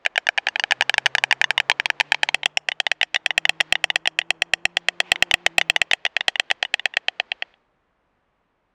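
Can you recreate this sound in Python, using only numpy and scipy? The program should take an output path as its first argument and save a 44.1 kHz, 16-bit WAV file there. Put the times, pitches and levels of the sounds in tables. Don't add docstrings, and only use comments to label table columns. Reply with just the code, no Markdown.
import sys
import numpy as np
from scipy import signal
from scipy.fft import rfft, irfft, next_fast_len
from scipy.io import wavfile
from scipy.ndimage import map_coordinates

SR = 44100
rng = np.random.default_rng(int(sys.argv[2]) if len(sys.argv) > 2 else 0)


def generate_wav(sig):
    pcm = np.round(np.clip(np.atleast_2d(sig).T, -1, 1) * 32767).astype(np.int16)
    wavfile.write(sys.argv[1], SR, pcm)


N = 385428

MODE_SIGNS = [1, 1, -1, 1, 1, 1, 1, -1, 1, -1, 1, -1]


def amp(db):
    return 10 ** (np.asarray(db) / 20)


def along(points, hz):
    f, v = np.transpose(points)
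    return np.interp(np.log(hz + 1), np.log(f + 1), v)


def curves(rows, at):
    s, *columns = np.transpose(rows)
    return [np.interp(at, s, column) for column in columns]


def wobble(rate):
    knots = rng.standard_normal(int(N * rate / SR) + 4)
    return map_coordinates(knots, [np.arange(N) * rate / SR])


def filtered(x, response):
    m = next_fast_len(N + SR // 2)
    hz = np.fft.rfftfreq(m, 1 / SR)
    return irfft(rfft(x, m) * response(hz), m)[..., :N]


def noise(colour):
    x = filtered(rng.standard_normal(N), lambda hz: amp(along(colour, hz)))
    return x / np.std(x)


def ring(t, modes, contact_s):
    after = np.maximum(t, 0)
    rise = np.sin(np.pi / 2 * np.clip(t / contact_s, 0, 1)) ** 2
    waves = np.zeros(len(t))
    for sign, (hz, db, t60) in zip(MODE_SIGNS, modes):
        decay = amp(db - 60 * after / t60)
        waves += sign * decay * np.cos(2 * np.pi * hz * after)
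    return rise * waves


def clatter(claps, head, poses, bill, horn):
    base_contact_s, softening = 0.00018, 0.47
    crack_fade = 0.52
    out, span = np.zeros(N + SR), np.arange(SR // 16)
    chance = rng.standard_normal((len(claps), 2, len(MODE_SIGNS)))
    for (s, db), (louder, higher) in zip(claps, chance):
        pose, throat_hz, straight_db, bounce_db, treble_db = curves(head, s)
        *shape, lasting, delay_ms = [np.interp(pose, range(len(poses)), c) for c in np.transpose(poses)]
        bill_hz, resonance_db = shape[:4], shape[4:]

        crack_db = crack_fade * min(db, 0)
        aim_db = resonance_db + [crack_db] + [crack_db + treble_db] * (len(horn) - 1)
        soft_modes = [(hz, level, t60 * lasting)
                      for hz, (level, t60) in zip([throat_hz] + bill_hz, bill)]

        drift = 1 + 0.011 * higher
        uneven_db = 1.6 * louder
        modes = [(hz * h, level + a + v, t60)
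                 for (hz, level, t60), a, v, h in zip(soft_modes + horn, aim_db, uneven_db, drift)]

        contact_s = base_contact_s * min(amp(-softening * db), 4.5)
        start = int(s * SR)
        t = (start + span) / SR - s
        straight = amp(straight_db) * ring(t, modes, contact_s)
        bounce = amp(bounce_db) * ring(t - delay_ms / 1000, modes, contact_s)
        out[start:][:len(t)] += amp(db) * (straight + bounce)
    return out[:N]


def radiated(x, low_hz, high_hz):
    x = signal.sosfilt(signal.butter(3, low_hz, "high", fs=SR, output="sos"), x)
    return signal.sosfilt(signal.butter(4, high_hz, fs=SR, output="sos"), x)


def steady_stork():
    # [dB, before modes and paths]
    claps = [(0.0613, -17.7), (0.177, -6.5), (0.2882, -2.5), (0.3825, -3), (0.4684, -0.9), (0.5578, -1),
             (0.6378, 3.5), (0.7209, 3), (0.8095, 5), (0.8954, 5.5), (0.9808, 7.5), (1.0647, 6.5),
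             (1.1511, 9), (1.2382, 9.5), (1.3257, 8), (1.4146, 6.5), (1.506, 6), (1.6011, 2), (1.6981, 5.5),
             (1.7988, -1.5), (1.9014, -1.5), (2.009, 5.5), (2.1201, 10.5), (2.2313, 8), (2.3439, 1.7),
             (2.4573, 3.5), (2.5717, 4), (2.686, 3), (2.8005, 6.1), (2.9149, 5), (3.0293, 2.5), (3.1442, 0),
             (3.2602, 0.5), (3.3777, 3), (3.4927, 0.6), (3.6075, 0), (3.7236, 2.5), (3.84, 2),
             (3.9574, 1.5), (4.0732, 1.6), (4.1879, 1.65), (4.3043, 3.5), (4.4195, 3), (4.5349, 5.5),
             (4.6529, 5), (4.7686, 1.5), (4.8844, 1.2), (5.0017, 1.9), (5.1171, 7), (5.2233, 5),
             (5.3391, 5.5), (5.4627, 0.9), (5.581, 7.5), (5.6978, 4), (5.8152, 3), (5.9327, 2.5),
             (6.0508, 0.6), (6.165, -0.5), (6.2808, 5), (6.3964, 5), (6.5116, 4.5), (6.6263, 3),
             (6.7395, 3.5), (6.8553, 2), (6.9684, 1), (7.0826, -0.7), (7.1982, -2), (7.3169, -7.5),
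             (7.4221, -8.5), (7.5388, -40)]
    # time_s [s], pose [0 back, 1 forward, 2 up], throat_hz [Hz], straight_db [dB],
    # bounce_db [dB], treble_db [dB]
    head = [(.06, 0.0059, 713, -2.5, 19.5, -2.5), (.29, .02, 740, 2, -3, 2.5),
            (.5, 0.44, 850, -10, 0, -25.5), (.72, 0.1, 808, -2, -19, -3.5), (1.2, .01, 818, -7, -28.5, -2),
            (1.9, 0.24, 907, 1, -28.5, -0.5), (2.23, 0.48, 850, -15, -5, -2.2),
            (2.35, 1.23, 782, -11.5, 1, 0.4), (2.57, 1.8, 740, -8, -4.5, 3.7),
            (2.8, 0.85, 747, -15, -7, -0.4), (3.5, 1.1, 748, -8, 2, 2), (4.5, 1.05, 748, -15.5, -1.5, 0),
            (5.2, 1.11, 747, -13.5, 1.5, -2), (5.898, 1.07, 728, -12.5, -1.37, -2.5),
            (6.75, 0.92, 775, -16.5, -2.63, -10), (7.101, .8, 748, -13, 0.1, -17.5),
            (7.45, 1.15, 717, -11.5, 1, -20)]
    # four bill_hz [Hz], throat_db [dB], four bill_db [dB],
    # ring_time_factor [ratio], bounce_delay_ms [ms]
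    poses = [(1678, 2400, 3060, 3580, -.5, 0, .6, -2, 1.5, 0.85, 1.3),
             (1899, 2649, 3215, 4000, -1.5, -1.64, .3, 0.86, -.4, 0.98, 1.222),
             (2180, 2940, 3346, 5800, 3, 2, 3, .3, .3, 0.83, 1.1)]
    # [s, before ring_time_factor]
    bill = [(-14.5, 0.019), (-3.5, 0.012), (-1.5, 0.0085), (-4.5, 0.0092), (-14, 0.0061)]
    # pitch_hz [Hz, before drift], level_db [dB, before crack and treble], t60_s [s]
    horn = [(2400, -1.5, 0.0014), (4340, -23, .008), (5050, -30.5, 0.015), (5575, -18, 0.012),
            (7100, -32, 0.0017), (7000, -18.5, 0.0072), (8970, -28.5, 0.0033)]
    return radiated(clatter(claps, head, poses, bill, horn), low_hz=472, high_hz=8500)


def slower_mate():
    # [dB, before modes and paths]
    claps = [(0.0501, -15), (0.1577, -12.5), (0.2685, -8.5), (0.3769, -6.5), (0.4854, -6), (0.5963, -4.5),
             (0.7093, -2), (0.8219, -3), (0.941, -4), (1.0589, -3.5), (1.1826, -10.5), (1.3104, -11.5),
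             (1.441, -17.5), (1.5783, -11), (1.7153, -8.5), (1.8575, -2), (2.0, 3.3), (2.1443, -2),
             (2.2878, 2), (2.4317, -5.5), (2.5725, -13), (2.7171, -1), (2.8657, 1.5), (3.0122, -2),
             (3.1597, -3.5), (3.3056, -6), (3.4524, -4.5), (3.6028, -4.5), (3.7537, -5.5), (3.9011, -2),
             (4.056, -4.5), (4.2146, -10), (5.1573, -19), (5.3108, -5), (5.4628, -3), (5.6122, -5.5),
             (5.761, -3), (5.9118, -4.5), (6.0629, -8.5), (6.2074, -8), (6.3559, -10), (6.5015, -9),
             (6.6497, -11.5), (6.7946, -13), (6.938, -17), (7.2235, -48)]
    # time_s [s], pose [0 back, 1 forward, 2 up], throat_hz [Hz], straight_db [dB],
    # bounce_db [dB], treble_db [dB]
    head = [(.05, .05, 920, -4.5, -5.5, 10.5), (.9, 0.0089, 1005, -7, -20.5, 10),
            (1.44, 0.34, 1042, 9, 7, 12.5), (1.72, 2, 980, 1.5, -14.5, 2),
            (2.15, 2.1, 912, -18.5, -9, -0.1), (2.701, 1.15, 828, -21, -11.5, -8.5),
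            (3.45, .98, 794.5, -5.5, -1.5, -0.2), (4.2, .95, 830, -15, -8.5, -9.5),
            (5.151, 1.3, 814, -23, 1.6, 4.5), (6.4, .85, 823, -9, -3.5, 0.5),
            (7.2, 0.42, 778, -16, -10, -1.5)]
    # four bill_hz [Hz], throat_db [dB], four bill_db [dB],
    # ring_time_factor [ratio], bounce_delay_ms [ms]
    poses = [(1734, 2850, 3430, 1600, .3, .3, -.6, -5.5, -1.5, 0.82, 1.1),
             (2017, 2930, 3550, 11000, -.6, 1.3, .3, -3, -1.5, 0.69, 1.086),
             (2320, 3250, 4150, 4600, 1.1, 1.8, -.4, -6, -2.5, 0.81, 1.1)]
    # [s, before ring_time_factor]
    bill = [(-7, 0.018), (3.5, 0.012), (-2.5, 0.026), (2, 0.014), (-8, 0.0039)]
    # pitch_hz [Hz, before drift], level_db [dB, before crack and treble], t60_s [s]
    horn = [(2630, -5, 0.0012), (4620, -13.5, 0.0093), (5440, -25, 0.012), (6000, -16.5, 0.014),
            (6680, -27.5, 0.017), (8400, -23.5, 0.0066), (8100, -28.5, 0.005)]
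    return radiated(clatter(claps, head, poses, bill, horn), low_hz=500, high_hz=7400)


def tail(seconds, decays):
    hz, t, z = signal.stft(rng.standard_normal(int(seconds * SR)), SR, nperseg=128)
    t60 = along(decays, hz)[:, None]
    x = signal.istft(z * amp(-60 * t / t60), SR, nperseg=128)[1]
    return x / np.linalg.norm(x)


def surroundings(x):
    # frequency_hz [Hz], t60_s [s]
    twig_decay = [(500, 0.053), (2500, 0.027), (7000, .05)]
    # frequency_hz [Hz], t60_s [s]
    far_decay = [(500, 0.54), (2000, 0.59), (3200, 0.33), (6000, 0.2)]
    twig_db, far_db = -19.5, -48.5
    out, piece = np.zeros(N + 2 * SR), SR // 16
    for i in range(0, N, piece):
        twigs = np.pad(tail(0.12, twig_decay), (90, 0))
        wet = signal.fftconvolve(x[i:i + piece], twigs)
        out[i:i + len(wet)] += amp(twig_db + 2.5 * rng.standard_normal()) * wet
    echo = np.pad(tail(0.8, far_decay), (1500, 0))
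    far = signal.fftconvolve(x, echo)
    return out[:N] + amp(far_db) * far[:N]


def hum():
    # time_s [s], pitch_hz [Hz, before waver], fundamental_db [dB rms], octave_db [dB rms],
    # both levels before wobble and fade
    glide = [(.4, 123.4, -83.5, -103), (.8, 129.8, -63.5, -68), (1.55, 137, -62, -76),
             (1.8, 140.9, -67, -70.5), (2.3, 149, -62, -67.5), (2.599, 151, -68.5, -83.5),
             (3.15, 158, -79, -73), (3.45, 159.2, -60, -60.5), (4.1, 160.9, -66, -64.5),
             (5.0, 178, -63.5, -61), (5.399, 171.5, -65.5, -56.5), (5.599, 166.4, -56.5, -57),
             (5.85, 158, -63.5, -61), (6.1, 166, -72, -80)]
    t = np.arange(N) / SR
    hz, low_db, octave_db = curves(glide, t)
    waver = 0.018 * wobble(20)
    phase = 2 * np.pi * np.cumsum(hz * (1 + waver)) / SR
    low = amp(low_db + 0.98 * wobble(13)) * np.sin(phase)
    octave = amp(octave_db + 1.4 * wobble(8.7)) * np.sin(2 * phase)
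    fade = np.clip(np.minimum(t - glide[0][0], glide[-1][0] - t) / 0.48, 0, 1)
    return np.sqrt(2) * fade * (low + octave)


def hiss():
    # time_s [s], lower_db [dB rms], higher_db [dB rms], before wobble and fade
    swells = [(0, -62, -69), (.45, -57, -61.5), (.75, -54, -58), (1.6, -53, -63), (2.27, -57, -56),
              (2.55, -60, -75.5), (3.11, -65.5, -67.5), (3.35, -57.5, -68), (3.75, -56.5, -59),
              (4.05, -61.5, -82), (4.4, -58.5, -79.5), (4.89, -59.5, -63.5), (5.17, -50, -61.5),
              (5.4, -57, -61), (5.75, -55.5, -68.5), (5.95, -61.5, -64.5), (7.45, -62, -64.5),
              (7.62, -71, -73)]
    # [dB per Hz, relative]
    lower_colour = [(30, -24), (200, -5), (500, 3), (900, 3), (1500, -3), (4000, -28.5), (7000, -26.5),
                    (12000, -60)]
    # [dB per Hz, relative]
    higher_colour = [(800, -29.5), (1700, -3), (2300, -6), (3000, -9.5), (4500, -15.5), (7000, -32),
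                     (12000, -56.5)]
    end_s, fade_s = 7.75, 0.25
    t = np.arange(N) / SR
    lower_db, higher_db = curves(swells, t)
    lower = amp(lower_db + 0.95 * wobble(10)) * noise(lower_colour)
    higher = amp(higher_db + 1.4 * wobble(21)) * noise(higher_colour)
    return (lower + higher) * np.clip((end_s - t) / fade_s, 0, 1)


def puffs():
    # centre_s [s], half_length_s [s], level_db [dB at the centre]
    swells = [(2.08, 0.055, -56.5), (5.082, 0.055, -49)]
    # [dB per Hz, relative]
    hoarse_colour = [(400, -31.5), (880, -3.5), (1400, -13), (2100, -2), (2600, .5), (3100, -6),
                     (3800, -13.5), (7000, -28), (12000, -56.5)]
    t = np.arange(N) / SR
    swell = sum(amp(db) * np.clip(1 - ((t - s) / half) ** 2, 0, 1) for s, half, db in swells)
    return swell * noise(hoarse_colour)


def air():
    # [dB per Hz, relative]
    rush_colour = [(10, -40), (30, -9), (80, -14.5), (160, -13.5), (300, -14), (1100, -12.5), (2100, -20),
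                   (3200, -26.5), (4500, -36), (7000, -42.5), (12000, -48), (22000, -59)]
    return amp(-70 + 0.89 * wobble(5.8)) * noise(rush_colour)


def scene():
    birds = steady_stork() + slower_mate()
    return (birds + surroundings(birds) + hum() + puffs() + hiss() + air())[None]


def record(dry):
    # frequency_hz [Hz], gain_db [dB]
    response = [(20, 5.5), (8800, -2), (10500, -6.5), (13000, -5), (16500, -10)]
    ceiling, top_hz = 0.89, 16700
    clipped = dry / (1 + np.abs(dry / ceiling) ** 14) ** (1 / 14)
    return filtered(clipped, lambda hz: amp(along(response, hz)) * (hz < top_hz))


dry = scene()
out = record(dry)
generate_wav(out)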